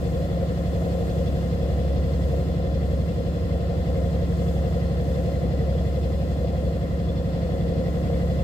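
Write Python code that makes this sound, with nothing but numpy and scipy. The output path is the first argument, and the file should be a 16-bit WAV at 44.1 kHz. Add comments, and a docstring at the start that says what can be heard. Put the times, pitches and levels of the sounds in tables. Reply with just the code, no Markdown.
"""On the deck of a boat a six-cylinder diesel runs steadily, heard by a two-port microphone.
Crank and propeller shaft hum through the hull as sines locked to the engine cycle; generator and pump add mains tones.
Gears knock in a pattern that repeats each cycle; firings swell noise into deck drone, gear noise and valve clatter.
Struck metal parts ring on, while low rumble and hiss waver by chance.
Many layers, though not the rumble or the knock, rise and fall with the boat's slow roll."""
import sys
import numpy as np
from scipy import signal
from scipy.fft import rfft, irfft, next_fast_len
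from scipy.io import wavfile
from scipy.ndimage import uniform_filter1d, map_coordinates

SR = 44100
rng = np.random.default_rng(int(sys.argv[2]) if len(sys.argv) > 2 else 0)


def generate_wav(signal):
    """Clip the signal to [-1, 1] and save it as 16-bit WAV at the path in sys.argv[1]."""
    frames = np.transpose(np.atleast_2d(signal))
    scaled = np.clip(frames, -1, 1) * 32767
    pcm = np.round(scaled).astype(np.int16)
    wavfile.write(sys.argv[1], SR, pcm)


def level_to_linear(level):
    """Convert decibel levels to linear amplitude factors, elementwise."""
    exponent = np.asarray(level, float) / 20
    return 10 ** exponent


N = 371763  # length in samples

# Engine speed. Each row: time in seconds, full engine cycles per second.
ENGINE_SPEED = [(0, 11.539), (1, 11.536), (2, 11.527), (3.5, 11.53), (5, 11.517), (6, 11.506), (7, 11.5),
                (8.43, 11.501)]
# Tones locked to the engine cycle. 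Each row: multiple of the cycle rate, usual level in dB, left minus right in dB.
CRANK_ORDERS = [(4, -43, 2), (5, -40, 1), (6, -28, 0), (7, -39, -2), (8, -37, -2), (9, -37, 0),
                (10, -43, -2), (11, -43, 1), (12, -38, -3), (13, -37, 0), (14, -49, -8), (15, -32, -2),
                (16, -52, 13), (17, -49, -3), (18, -41, -2), (19, -56, 1), (20, -49, -1), (21, -49, -2),
                (22, -54, -6), (23, -47, 3), (24, -58, -1), (25, -55, 0), (26, -47, -3), (27, -58, -1),
                (28, -54, 3), (29, -61, 5), (30, -57, 10), (31, -54, -1), (32, -48, 1), (33, -62, 11),
                (34, -56, 3), (35, -61, 4), (36, -54, 3), (38, -57, 2), (39, -49, 3), (40, -45, 5),
                (41, -52, 5), (42, -47, 3), (43, -53, 3), (44, -47, 3), (45, -52, 3), (46, -48, 7),
                (47, -48, 5), (48, -51, 2), (49, -54, -5), (51, -55, 0), (53, -59, 0), (55, -60, 2),
                (56, -60, -3), (58, -55, 4), (59, -63, 4), (60, -57, 2), (61, -59, 6), (62, -61, 1),
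                (63, -61, -2), (65, -64, -4), (66, -64, 0), (73, -68, 0), (75, -66, 4), (78, -72, 0),
                (79, -71, 1), (80, -76, 0), (81, -71, -5), (84, -69, -5), (85, -66, 4), (87, -66, 9),
                (91, -68, 4), (92, -69, 2), (107, -71, 3), (120, -71, 0)]
# Tones of the propeller shaft, which turns once in three engine cycles.
# Each row: multiple of the shaft rate, level in dB before any swell, left minus right in dB.
SHAFT_ORDERS = [(13, -55, 2), (14, -49, 2), (22, -52, -1), (23, -38, -2), (25, -42, -1), (29, -57, 0),
                (43, -54, 0), (52, -52, -2), (68, -57, 2), (70, -55, 1), (76, -55, -2), (94, -57, 2)]
# When each part of the exhaust pulse reaches the deck. Each row: multiple of the cycle rate, moment in cycles.
PULSE_ARRIVAL = [(4.5, .865), (5.5, 1.0), (6.5, 1.265), (7.5, .735), (9.5, .725), (12.5, .58), (14.5, .6),
                 (15.5, .82), (38, .8), (41, .74), (46, .98)]
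# Generator and pump tones. Each row: frequency in Hz, usual level in dB.
MAINS_TONES = [(30, -53), (60.8, -44), (71, -48), (90, -48), (100.3, -53), (120.1, -46)]
# Hull panels that load and unload with the roll; a row whose limits are reversed lifts no tone.
# Each row: lower limit in Hz, upper limit in Hz, swing in dB for a usual roll, lag behind the crest in rolls,
# drift in dB per second.
HULL_PANELS = [(90, 89, 3, .2, -.3), (95, 97, 1.5, -0.018, -0.6), (132, 144, 3.5, 0.14, 0.5),
               (167, 180, 1.26, -0.07, 0), (204, 250, 0.5, 0.084, 0.37)]
# Ringing metal parts. Each row: frequency in Hz, resonance width in Hz, left level in dB, right level in dB,
# moment of the blow as a share of a cycle; levels are those before the roll.
RINGING_PARTS = [(1790, 35, -66, -62, .55), (1870, 35, -68, -66, .6), (1970, 55, -62, -63, .55),
                 (2098, 25, -63, -71, .6), (2290, 30, -76, -71, .75), (2460, 40, -68, -74, .7),
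                 (2690, 35, -70, -66, .75), (2905, 35, -67, -72, .7), (3240, 30, -68, -74, .8),
                 (3300, 45, -72, -66, .75), (3480, 35, -62.5, -62.5, .72), (4010, 40, -69, -76, .8),
                 (4230, 40, -71, -72, .75), (4970, 40, -74, -73, .8), (5420, 40, -75, -80, .75),
                 (6460, 45, -73, -81, .8), (7340, 40, -77, -84, .7), (7670, 40, -77, -81, .75),
                 (8700, 40, -83, -81, .8)]
# Strength of each cylinder's blow, in firing order.
# Each row: relative power on the deck, on the gears, on the valve gear.
CYLINDER_BLOWS = [(1.6, 0.9, 0.95), (0.99, 0.94, 0.87), (1.65, 0.67, 1.12), (0.93, 1.4, 1.03),
                  (1.7, 0.93, 1.44), (0.99, 1.3, 0.89)]
# Colours of the noises before each layer's trim. Each row: frequency in Hz, level in dB per Hz, left minus right in dB.
RUMBLE_COLOUR = [(22, -73.1, 2), (39.2, -73, 3.7), (59, -51.5, 3), (85.5, -59.5, -3.3), (110, -66, 9),
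                 (175, -52.5, 3.5), (184, -67, 13), (222, -66, 11), (231, -60.5, 1), (307, -61.5, -2),
                 (304, -72.5, 14), (373, -63.5, 2.5), (413, -78, 8), (435, -64, 2)]
DRONE_COLOUR = [(410, -96, 3), (451.4, -73, 10), (445, -56, 10.5), (498, -54, 2), (549, -53, 3.0),
                (580.5, -64, 1), (633, -63, 0.5), (715, -63, 9), (738, -69.5, -7), (790, -64.5, 3),
                (783, -74, 13), (881, -76.5, -8), (912, -92.5, -16), (938, -76.5, -16)]
GEAR_COLOUR = [(935, -100, 5), (968, -88, 6), (1037, -74.5, 6.5), (1150, -84, 3), (1190, -78.5, 1.5),
               (1460, -82, 0), (1790, -82, 1), (1815, -77, 1), (1913, -82.5, -0.5), (1945, -80, -14.5),
               (2044, -88, 15), (2106, -84, 17.5), (2230, -95, -6), (2400, -100, -2)]
CLATTER_COLOUR = [(2120, -100, 0), (2230, -94.5, -6), (2480, -88.5, 1), (2940, -86, 6), (3100, -89, -5),
                  (3480, -87, 1), (3850, -90.5, 8), (4200, -88, 0), (5160, -91, 3.5), (5610, -96.5, 4),
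                  (6550, -110, 3)]
HISS_COLOUR = [(4830, -110, 2), (5820, -100, 6), (6100, -93.5, 1.5), (7670, -94, 6.5), (8670, -97, -1),
               (9850, -102, 3), (12900, -97.5, -1), (15800, -102.5, -3)]
# The two microphone ports. Each row: frequency in Hz, likeness from 0 to 1, lead of the left port in radians.
MIC_PORTS = [(40, 0.76, 0.13), (131, 0.88, 0.45), (206, 1, 0.15), (268, 0.54, 1.23), (310, 0.46, 0.04),
             (476, 1, 0.85), (720, 0.86, 0.43), (783, 0.56, 2), (940, 0.38, 2), (1250, 0.67, 2),
             (1760, 0.49, 3.5), (2120, 0.17, 0.4), (2820, 0, -3.5), (3500, 0.09, 0.74), (4200, 0, 0.5),
             (8000, 0.14, 2)]
# The boat rolls on a slow swell. Each row: moment of the crest in seconds, size of the roll against the usual.
ROLL_CRESTS = [(-2.6, 1), (1.15, 1.05), (4.6, .8), (8.3, 1.6), (12, 1)]
# Rise and fall of the firing note, heard around its mean. 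Each row: time in seconds, strength in dB.
FIRING_NOTE_STRENGTH = [(0.2, -30.5), (1.55, -29.5), (1.94, -23), (2.46, -28.5), (2.91, -26), (3.25, -31.5),
                        (3.61, -28), (5.5, -28.5), (5.77, -25.5), (7.89, -31.5), (8.3, -26.5)]

SECONDS = np.arange(N) / SR
COARSE = np.arange(0, N + 64, 64)  # every 64th sample, enough for slow curves
CYCLE_HZ = ENGINE_SPEED[0][1]  # cycle rate at the start


def unit(x):
    """Scales a signal to rms 1."""
    return x / np.sqrt(np.mean(x ** 2) + 1e-20)


def along(points, hz, column):
    """Reads one column of a table on a log frequency axis."""
    table = np.array(points, float)
    return np.interp(np.log(hz + 1), np.log(table[:, 0] + 1), table[:, column])


def over_time(rows):
    """Draws the second column of a table as a curve over the seconds in the first."""
    s, values = np.transpose(rows)
    return np.interp(SECONDS, s, values)


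def wobble(rate):
    """A smooth random curve with rate knots per second."""
    knots = rng.standard_normal(int(N * rate / SR) + 5)
    return np.interp(np.arange(N), COARSE, map_coordinates(knots, [COARSE * rate / SR]))


def rolled(swing_db, lag, drift_db=0, waver_db=0):
    """Level in dB that peaks once a roll, lag rolls after the crest, drifts per second and wavers by chance."""
    s, size = np.transpose(ROLL_CRESTS)
    roll = np.interp(SECONDS, s, np.arange(len(s)))
    swing = np.interp(SECONDS, s, size) * np.cos(2 * np.pi * (roll - lag))
    return swing_db * swing + drift_db * (SECONDS - SECONDS.mean()) + waver_db * wobble(3.46)


def tone(turns, hz, db, pan_db, waver_db):
    """A sine at both ports, slightly unsteady in phase and level; db is its rms level."""
    spin = np.exp(1j * (2 * np.pi * turns + 0.11 * wobble(1.564)))
    port = level_to_linear(pan_db / 2) * np.exp(.5j * along(MIC_PORTS, hz, column=2))
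    level = np.sqrt(2) * level_to_linear(db + waver_db * wobble(1.56))
    return level * np.array([(spin * port).imag, (spin / port).imag])


def shaken(colour, envelope, ripple_db=0):
    """Noise under an envelope, coloured afterwards so that resonances ring on, partly shared by the ports."""
    size = next_fast_len(N + 8192)
    hz = np.fft.rfftfreq(size, 1 / SR)
    shared, left, right = rfft(unit(envelope) * rng.standard_normal((3, N)), size)
    alike = np.clip(along(MIC_PORTS, hz, column=1), 0, 1)
    lead = np.exp(.5j * along(MIC_PORTS, hz, column=2))
    in_band = (hz > colour[0][0]) * (hz < colour[-1][0])
    level = level_to_linear(along(colour, hz, column=1)) * in_band
    pan = level_to_linear(along(colour, hz, column=2) / 2)
    pair = np.sqrt(alike) * shared * [lead, lead.conj()] + np.sqrt(1 - alike) * np.array([left, right])
    # echoes off deck and rail leave each port a fine ripple of peaks and dips, smoothed over 35 Hz
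    ripple = uniform_filter1d(rng.standard_normal(pair.shape), int(35 / hz[1]), axis=1)
    pair *= level_to_linear(ripple_db * unit(ripple))
    return irfft(pair * level * [pan, 1 / pan], size)[:, :N] * np.sqrt(SR / 2)


def blows(cycle, part, depth, scatter_db):
    """Envelope with one swell per firing, its power sized by cylinder and a little by chance."""
    firing = 6 * (cycle - 0.004) + 6  # the first firing falls 0.004 of a cycle in
    count = np.arange(int(firing[-1]) + 2)
    chance = 10 ** (scatter_db * rng.standard_normal(len(count)) / 10)
    sizes = np.array(CYLINDER_BLOWS)[count % 6, part] * chance
    swell = 1 + np.clip(depth, 0, 1) * np.cos(2 * np.pi * firing)
    return np.sqrt(np.abs(np.interp(firing, count, sizes)) * swell)


def crank_hum(cycle, panel_lift):
    """Crank orders below 64 as sines, timed by the arriving exhaust pulse; order 6 is the firing note."""
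    out = np.zeros((2, N))
    note_db = over_time(FIRING_NOTE_STRENGTH)
    for order, db, pan_db in CRANK_ORDERS:
        if order >= 64:  # these belong to the gear knock
            continue
        # delays add up to a phase lag
        late = np.interp(np.arange(4.5, order), *np.transpose(PULSE_ARRIVAL)).sum()
        # these come by many paths through the hull, out of step
        scattered = 18 < order < 39 or order > 48
        turns = order * cycle - late - .107 + scattered * rng.random()
        if order == 6:
            db = db + note_db - note_db.mean()
        hz = order * CYCLE_HZ
        out += tone(turns, hz, db + panel_lift(hz), pan_db, waver_db=0.44)
    return out


def shaft_hum(cycle, panel_lift):
    """Sines of the propeller shaft, at multiples of a third of the cycle rate; one tone swells once, slowly."""
    out = np.zeros((2, N))
    peak_s, width_s, swell_db = 4.33, 1.6, 13
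    bump = np.exp(-.5 * ((SECONDS - peak_s) / width_s) ** 2)
    for order, db, pan_db in SHAFT_ORDERS:
        hz = order * CYCLE_HZ / 3
        if order == 23:  # the strongest
            db = db + swell_db * (bump - .75)
        out += tone(order * cycle / 3 + rng.random(), hz, db + panel_lift(hz), pan_db, waver_db=1.0)
    return out


def mains_tones():
    """Generator and pump as sines of fixed pitch, equally loud at both ports, slowly unsteady."""
    out = np.zeros((2, N))
    for hz, db in MAINS_TONES:
        out += tone(hz * SECONDS + rng.random(), hz, db, pan_db=0, waver_db=1.5)
    return out


def hum(cycle):
    """Clean tones; those of crank and shaft are lifted while a hull panel near their pitch swells."""
    swells = [(lo, hi, rolled(*rule)) for lo, hi, *rule in HULL_PANELS]

    def panel_lift(hz):
        """Sums in dB the swells of the panels whose range holds this pitch."""
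        return sum(swell_db for lo, hi, swell_db in swells if lo < hz < hi)

    return crank_hum(cycle, panel_lift) + shaft_hum(cycle, panel_lift) + mains_tones()


def gear_knock(cycle):
    """The gear sound that repeats exactly each cycle: a comb of weak, uneven lines and some strong ones."""
    points = 4096  # per cycle
    hz = np.arange(points // 2 + 1) * CYCLE_HZ
    tilt_db = 7 - 3.9 * np.log2(np.maximum(hz, 1) / 900)
    db = along(GEAR_COLOUR, hz, column=1) + tilt_db + 4.1 * rng.standard_normal((2, len(hz)))
    for order, level_db, pan_db in CRANK_ORDERS:
        db[:, int(order)] = level_db + pan_db / 2, level_db - pan_db / 2
    phases = np.exp(2j * np.pi * rng.random((2, len(hz))))
    lines = level_to_linear(db) * (hz > 730) * (hz < 2200) * phases
    shapes = irfft(lines) * 2896  # one cycle for each port, line levels as rms
    return np.array([np.interp(cycle % 1 * points, np.arange(points), s, period=points) for s in shapes])


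def rumble():
    """Low noise whose level wavers slowly by chance."""
    return level_to_linear(-1.36) * shaken(RUMBLE_COLOUR, level_to_linear(2.0 * wobble(2.44)))


def deck_drone(cycle):
    """Deck resonances shaken strongly by each firing, following the roll."""
    roll_db = rolled(swing_db=0.76, lag=0.088, drift_db=0.014, waver_db=1)
    return level_to_linear(-1.48 + roll_db) * shaken(DRONE_COLOUR, blows(cycle, part=0, depth=0.6, scatter_db=0.75))


def gear_noise(cycle):
    """Rough gear noise that swells a little at each firing and follows the roll."""
    roll_db = rolled(swing_db=1.0, lag=0, drift_db=-.05, waver_db=.5)
    envelope = blows(cycle, part=1, depth=.2, scatter_db=1.25)
    return level_to_linear(-1.96 + roll_db) * shaken(GEAR_COLOUR, envelope, ripple_db=1.5)


def rings(cycle, scatter_db=4.0, steady=0.72):
    """Metal parts as noise-fed resonators, rattled once a cycle with a new strength, that ring on."""
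    out = np.zeros((2, N))
    whine_db = rolled(swing_db=2, lag=0.14, drift_db=1.1, waver_db=1)
    for hz, width_hz, left_db, right_db, when in RINGING_PARTS:
        beat = np.interp(COARSE, np.arange(N), cycle) - when + 1.5  # the blow falls halfway between whole beats
        size = level_to_linear(scatter_db * rng.standard_normal(int(beat[-1]) + 1))[beat.astype(int)]
        rattle = steady + size * np.sin(np.pi * beat) ** 4
        a, b = rng.standard_normal((2, len(COARSE)))
        decay = np.exp(-np.pi * width_hz * 64 / SR)  # per coarse step
        slow = signal.lfilter([1], [1, -decay], rattle * (a + 1j * b))
        envelope = np.interp(np.arange(N), COARSE, slow.real) + 1j * np.interp(np.arange(N), COARSE, slow.imag)
        ring = envelope * np.exp(2j * np.pi * hz * SECONDS)
        lead = np.exp(1j * (along(MIC_PORTS, hz, column=2) + 0.7 * rng.standard_normal()))
        pair = np.array([level_to_linear(left_db) * unit((ring * lead).real), level_to_linear(right_db) * unit(ring.real)])
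        if 1900 < hz < 2050:  # this part belongs to the gears and has an extra roll of its own
            pair = pair * level_to_linear(whine_db)
        out += pair
    return out


def valve_clatter(cycle):
    """Valve-gear noise shaken lightly by each firing, with the ringing parts, both following the roll."""
    roll_db = rolled(swing_db=.45, lag=0.1, drift_db=-0.061, waver_db=0.0027)
    noise = shaken(CLATTER_COLOUR, blows(cycle, part=2, depth=0.11, scatter_db=1.0), ripple_db=2.6)
    return level_to_linear(0.1 + roll_db) * (noise + rings(cycle))


def hiss():
    """Treble noise that wavers by chance at two speeds and follows the roll."""
    roll_db = rolled(swing_db=0.69, lag=0.058, drift_db=-0.15, waver_db=.4)
    envelope = level_to_linear(0.58 * wobble(3.1) + 0.36 * wobble(8))
    return level_to_linear(-1.45 + roll_db) * shaken(HISS_COLOUR, envelope, ripple_db=1.95)


def scene():
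    """Sums tones, knock and noises, the engine's parts all turned by one running count of cycles."""
    cycle = np.cumsum(over_time(ENGINE_SPEED)) / SR
    tones = hum(cycle) + gear_knock(cycle)
    low = rumble() + deck_drone(cycle)
    high = gear_noise(cycle) + valve_clatter(cycle) + hiss()
    return tones + low + high


def low_pass(x):
    """Removes everything above the highest recorded frequency."""
    return signal.sosfilt(signal.butter(12, 15670, fs=SR, output="sos"), x)


def record(dry):
    """Keeps only what lies below 15.7 kHz, cut off sharply."""
    spectrum = rfft(dry) * (np.fft.rfftfreq(N, 1 / SR) < 15700)
    mix = irfft(spectrum, N)
    return low_pass(mix)


dry = scene()
out = record(dry)
generate_wav(out)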